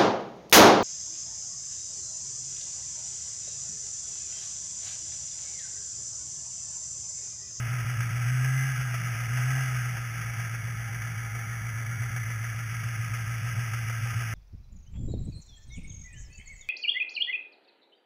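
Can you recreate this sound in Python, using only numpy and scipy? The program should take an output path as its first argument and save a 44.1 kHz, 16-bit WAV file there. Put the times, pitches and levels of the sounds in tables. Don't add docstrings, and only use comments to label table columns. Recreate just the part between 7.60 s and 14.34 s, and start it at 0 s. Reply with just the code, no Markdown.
import sys
import numpy as np
from scipy import signal
from scipy.fft import rfft, irfft, next_fast_len
from scipy.io import wavfile
from scipy.ndimage import uniform_filter1d

SR = 44100
rng = np.random.default_rng(int(sys.argv[2]) if len(sys.argv) > 2 else 0)


def waveform_to_disk(signal):
    frames = np.transpose(np.atleast_2d(signal))
    scaled = np.clip(frames, -1, 1) * 32767
    samples = np.round(scaled).astype(np.int16)
    wavfile.write(sys.argv[1], SR, samples)


N = 297189


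def from_db(db):
    return 10 ** (np.asarray(db) / 20)


def unit_power(x):
    return x / np.sqrt(np.mean(x ** 2) + 1e-20)


def clock():
    return np.arange(N) / SR


def curves(rows):
    times, *columns = np.transpose(rows)
    return [np.interp(clock(), times, column) for column in columns]


def band_noise(hz, width_hz):
    band = signal.butter(2, [max(hz - width_hz / 2, 10), hz + width_hz / 2], "band", fs=SR, output="sos")
    return unit_power(signal.sosfilt(band, rng.standard_normal(N + SR))[SR:])


def drift(rate):
    hz = np.arange(N // 2 + 1) * SR / N
    return unit_power(irfft(rfft(rng.standard_normal(N)) / (1 + (hz / rate) ** 4), N))


def bumps(times, heights, delay_s, width_s):
    t, out = clock(), np.zeros(N)
    for peak_s, height in zip(times + delay_s, heights):
        near = slice(*np.searchsorted(t, [peak_s - 4 * width_s, peak_s + 4 * width_s]))
        out[near] += height * np.exp(-.5 * ((t[near] - peak_s) / width_s) ** 2)
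    return out


def resonate(x, modes, throttle=0, turned=0):
    size = next_fast_len(N)
    hz = np.arange(size // 2 + 1) * SR / size
    powers = [from_db(db) ** 2 / (1 + (2 * (hz - centre) / width) ** 4)
              for centre, width, db, *_ in modes]
    drive = rfft(x, size) / np.sqrt(sum(powers))
    out = 0
    for power, (*_, lift_db, turn_db) in zip(powers, modes):
        out += irfft(drive * power, size)[:N] * from_db(lift_db * throttle + turn_db * turned)
    return unit_power(out)


# t/s, length/s, firing rate added if held/Hz, swell of the hum/dB
REVS = [(.55, .52, 23.3, 5.2), (1.66, .345, 26, 5.8)]


def engine_speed(idle_hz=113.4, start_extra_hz=7.3, settle_s=.45, lever_travel_s=.1, inertia_s=.3):
    t = clock()
    lever = sum(hz * ((t > start) & (t < start + length)) for start, length, hz, _ in REVS)
    pull = uniform_filter1d(lever, size=int(lever_travel_s * SR))
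    keep = np.exp(-1 / (inertia_s * SR))
    gained_hz = signal.lfilter([1 - keep], [1, -keep], pull)
    return idle_hz + start_extra_hz * np.exp(-t / settle_s) + gained_hz


def rev_swell_db(lag_s=.042, width_share=.55):
    t = clock() - lag_s
    return sum(db * np.exp(-2 * ((t - start - length / 2) / (width_share * length)) ** 4)
               for start, length, _, db in REVS)


# t/s, share of the hum lost/0-1, rebound/dB
DEEP_STUMBLES = [(0.083, 0.58, 1), (0.25, 0.78, 3), (.372, 0.55, 5.5), (0.511, .58, 3), (1.169, 0.4, 3.5),
                 (1.553, 0.38, -1.5), (2.51, 0.24, -3), (2.765, .55, 6), (3.026, 0.6, 4), (3.295, .5, 1.5),
                 (3.556, 0.41, 3.5), (4.019, 0.5, 1.5), (4.384, 0.78, 4.5), (4.507, 0.87, 1),
                 (4.79, 0.28, 2.5), (5.232, .65, 5.5), (5.371, .4, 6), (5.498, .52, 5), (5.816, .72, 4.5),
                 (5.956, 0.73, 7), (6.412, .62, 5), (6.541, 0.8, 6)]
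STUMBLE_GAP_S = .135


def uneven_idle(throttle, mild_loss=.4, mild_rebound_db=2, jitter_s=.003):
    deep = np.array(DEEP_STUMBLES)
    times = np.concatenate([np.linspace(a, b, max(round((b - a) / STUMBLE_GAP_S), 1) + 1)[1:-1]
                            for a, b in zip(deep[:, 0], deep[1:, 0])])
    late, deeper = rng.standard_normal((len(times), 2)).T
    idling = (1 - np.interp(times, clock(), throttle)) ** 2
    lost = idling * mild_loss * (1 + .15 * deeper)
    mild = np.column_stack([times + jitter_s * late, lost, idling * mild_rebound_db])
    return np.vstack([deep, mild]).T


def crank(firing_hz, stumbles, sway):
    times, lost, _ = stumbles
    slip = 44 * bumps(times, lost, delay_s=0, width_s=.005)
    hurry = 11 * bumps(times, lost, delay_s=.0668, width_s=.02)
    lurch = hurry - slip
    lurch -= uniform_filter1d(lurch, size=SR // 4)
    return np.cumsum(firing_hz + sway * (lurch + .8 * drift(20))) / SR / 2


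# cycles per shaft turn, level against the hum/dB, change at full rev/dB
EXHAUST_TONES = [(1, -28.5, -2), (4, -31, 1.3), (5, -38, -8), (6, -42, 1.5), (10, -34, -13)]


def exhaust(turns, flywheel, stumbles, hum_db, throttle):
    times, lost, rebound_db = stumbles
    dip = bumps(times, lost, delay_s=0, width_s=.0062)
    bounce_db = bumps(times, rebound_db, delay_s=.029, width_s=.012)
    flutter_db = (.55 - .35 * throttle) * drift(35)
    hum = np.clip(1 - dip, 0, 1) * from_db(bounce_db + flutter_db) * np.sin(4 * np.pi * turns)
    for multiple, db, lift_db in EXHAUST_TONES:
        waver = 1 + .4 * drift(24) + 5 * dip / multiple
        tone = np.sin(2 * np.pi * (multiple * flywheel + rng.random()))
        hum += from_db(db + lift_db * throttle) * waver * tone
    pipe = from_db(-52) * band_noise(hz=163.1, width_hz=8.9) * (1 + .6 * dip) * (1 - .5 * throttle)
    low_burble = from_db(-52 - 3.7 * throttle) * band_noise(hz=60.5, width_hz=31)
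    wide_burble = from_db(-52.5) * band_noise(hz=126, width_hz=123)
    return from_db(hum_db + 1.28) * hum + pipe + low_burble + wide_burble


def piston_slaps(turns, scatter_db, fade_s):
    new_turn = np.diff(np.floor(turns), prepend=np.floor(turns[0])) > 0
    clicks = new_turn * from_db(scatter_db * rng.standard_normal(N))
    t = np.arange(SR // 20) / SR
    bounces = rng.standard_normal(len(t)) * from_db(-60 * t / fade_s)
    return unit_power(signal.fftconvolve(clicks, bounces)[:N])


# f/Hz, width/Hz, relative level/dB, change at full rev/dB, change with head turned/dB
HOOD_RINGS = [(1290.5, 121, 2, 2, -2.5), (1405, 62, -1, 3, 3), (1592, 106, 2.5, 0.5, -3.5),
              (1716, 103, 0.5, 0.5, 3), (1938, 160, -1, 2.5, -1), (2056, 82, 1.5, 4, 1),
              (2224, 132, -0.5, 1, 3), (2463, 280, -4, 1, -9), (2805, 230, -6.5, 3.5, -10),
              (3800, 2700, -14.5, 2.5, -2)]


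def hood_clatter(turns, level_db, throttle, turned):
    scatter_db = 4.5 - 3.1 * throttle
    first = piston_slaps(turns, scatter_db, fade_s=.092)
    second = piston_slaps(turns + .5, scatter_db, fade_s=.052)
    slaps = unit_power(first + from_db(-4.5) * second)
    pulsing = 1 + .093 * np.cos(2 * np.pi * (turns - .15))
    rush = unit_power(rng.standard_normal(N) * pulsing)
    slap_share = .17 + .23 * throttle
    clatter = np.sqrt(slap_share) * slaps + np.sqrt(1 - slap_share) * rush
    return from_db(level_db - .75 * throttle) * resonate(clatter, HOOD_RINGS, throttle, turned)


# f/Hz, width/Hz, relative level/dB, change at full rev/dB, with head turned/dB
FRAME_RINGS = [(383, 130, -3.5, 3, 3.5), (532, 97, -2, -1.5, 1), (691, 105, 2.5, 4, 0),
               (798, 75, 2.5, 4, 3), (996, 146, -1, 1, 2)]


def frame_drone(turns, level_db, throttle, turned):
    tones = sum(np.sin(2 * np.pi * (multiple * turns + rng.random())) for multiple in range(7, 20))
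    shudder = (1.1 - .25 * throttle) * band_noise(hz=725, width_hz=980)
    vibration = (unit_power(tones) + shudder) * from_db(1.1 * drift(15))
    return from_db(level_db + .49 * throttle) * resonate(vibration, FRAME_RINGS, throttle, turned)


def breeze():
    return from_db(-83 + 2.5 * drift(3)) * band_noise(hz=17, width_hz=20)


def panel_whine(hz=805, quiet_db=-72, swell_db=15, peak_s=3.74, rise_s=.71, fall_s=.15):
    since = clock() - peak_s
    swell = np.exp(-.5 * (since / np.where(since < 0, rise_s, fall_s)) ** 2)
    loudness = from_db(quiet_db + swell_db * swell + 6.6 * drift(14))
    return loudness * np.sin(2 * np.pi * np.cumsum(hz + 3 * drift(6.7)) / SR)


# t/s, level/dB
CLUTCH_KNOCKS = [(.2, -39.5), (.3, -44), (.408, -35.5), (0.85, -34.5), (1.214, -37), (1.777, -34.5),
                 (1.909, -36.5), (2.373, -35.5), (2.801, -40), (2.947, -38.5), (3.353, -40), (3.756, -38),
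                 (4.425, -40), (4.567, -35.5), (4.706, -37.5), (5.28, -40.5), (5.543, -37.5), (6.14, -34.5),
                 (6.303, -36), (6.612, -37)]


def clutch(stumbles, turned, tap_delay_s=.0516, tap_db=-43.5, scatter_db=3):
    knock_times, knock_levels = np.transpose(CLUTCH_KNOCKS)
    tap_times = stumbles[0] + tap_delay_s
    tap_levels = tap_db + scatter_db * rng.standard_normal(len(tap_times))
    alone = np.abs(tap_times[:, None] - knock_times).min(axis=1) > STUMBLE_GAP_S / 2
    times = np.r_[knock_times, tap_times[alone]]
    strengths = from_db(np.r_[knock_levels, tap_levels[alone]])
    hit = bumps(times, strengths, delay_s=-.0025, width_s=.0032)
    chatter = bumps(times, .7 * strengths, delay_s=.0087, width_s=.0058)
    hood = resonate(rng.standard_normal(N), HOOD_RINGS, turned=turned)
    frame = resonate(rng.standard_normal(N), FRAME_RINGS)
    return (hit + chatter) * (hood + from_db(-13) * frame)


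# cycles per shaft turn, level at full rev/dB
BUZZ_TONES = [(24, -44), (25, -42), (26, -40), (31, -44)]


def rev_buzz(turns, throttle):
    tones = 0
    for multiple, db in BUZZ_TONES:
        loudness = from_db(db + 2 * drift(10))
        tones += loudness * np.sin(2 * np.pi * (multiple * turns + rng.random()) + .5 * drift(12))
    return throttle * tones


# t/s, exhaust hum/dB, hood clatter/dB, frame drone/dB
SEAT_LEVELS = [(0, -28, -39, -53.5), (.8, -28.5, -39, -54.5), (1.5, -29, -38, -53),
               (1.95, -30.5, -37.5, -50.5), (2.16, -26.5, -37.5, -53.5), (2.4, -32, -39.5, -55),
               (3.1, -32.5, -40.5, -57), (3.9, -33, -40, -56), (4.5, -30, -39.5, -58.5), (5, -32, -40, -58),
               (6, -30, -39.5, -55), (6.74, -30.2, -39.5, -55)]
# t/s, turned away from the hood/0-1
HEAD_TURN = [(0, 0.16), (1.9, 0.06), (2.4, 0.25), (2.9, 0.35), (4.3, 0.96), (4.9, 0.44), (5.4, 0.12),
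             (6.74, 0)]


def scene(rev_start_hz=118, full_rev_hz=131):
    hum_db, hood_db, frame_db = curves(SEAT_LEVELS)
    turned, = curves(HEAD_TURN)
    firing_hz = engine_speed()
    throttle = np.clip((firing_hz - rev_start_hz) / (full_rev_hz - rev_start_hz), 0, 1)
    stumbles = uneven_idle(throttle)
    exhaust_turns = crank(firing_hz, stumbles, sway=.91)
    flywheel = crank(firing_hz, stumbles, sway=.15)
    times, lost, _ = stumbles
    shake = from_db(1.3 * bumps(times, lost, delay_s=.048, width_s=.028) + .5 * drift(15))
    hood = hood_clatter(flywheel, hood_db, throttle, turned) + rev_buzz(flywheel, throttle)
    frame = frame_drone(flywheel, frame_db, throttle, turned)
    air = breeze()
    hum = exhaust(exhaust_turns, flywheel, stumbles, hum_db + rev_swell_db(), throttle)
    return (hum + shake * (hood + frame) + air + clutch(stumbles, turned) + panel_whine())[None]


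def record(dry):
    step_hz, repeats, top_hz = 8000, 16, 15100
    lows = signal.sosfilt(signal.cheby2(14, 60, step_hz / 2, fs=SR, output="sos"), dry)
    samples = signal.resample_poly(lows, step_hz, SR, axis=-1, window=("kaiser", 3))
    steps = np.repeat(samples, repeats, axis=-1)
    held = signal.resample_poly(steps, SR, repeats * step_hz, axis=-1)[:, :N]
    return signal.sosfilt(signal.ellip(10, .1, 80, top_hz, fs=SR, output="sos"), held)


dry = scene()
out = record(dry)
waveform_to_disk(out)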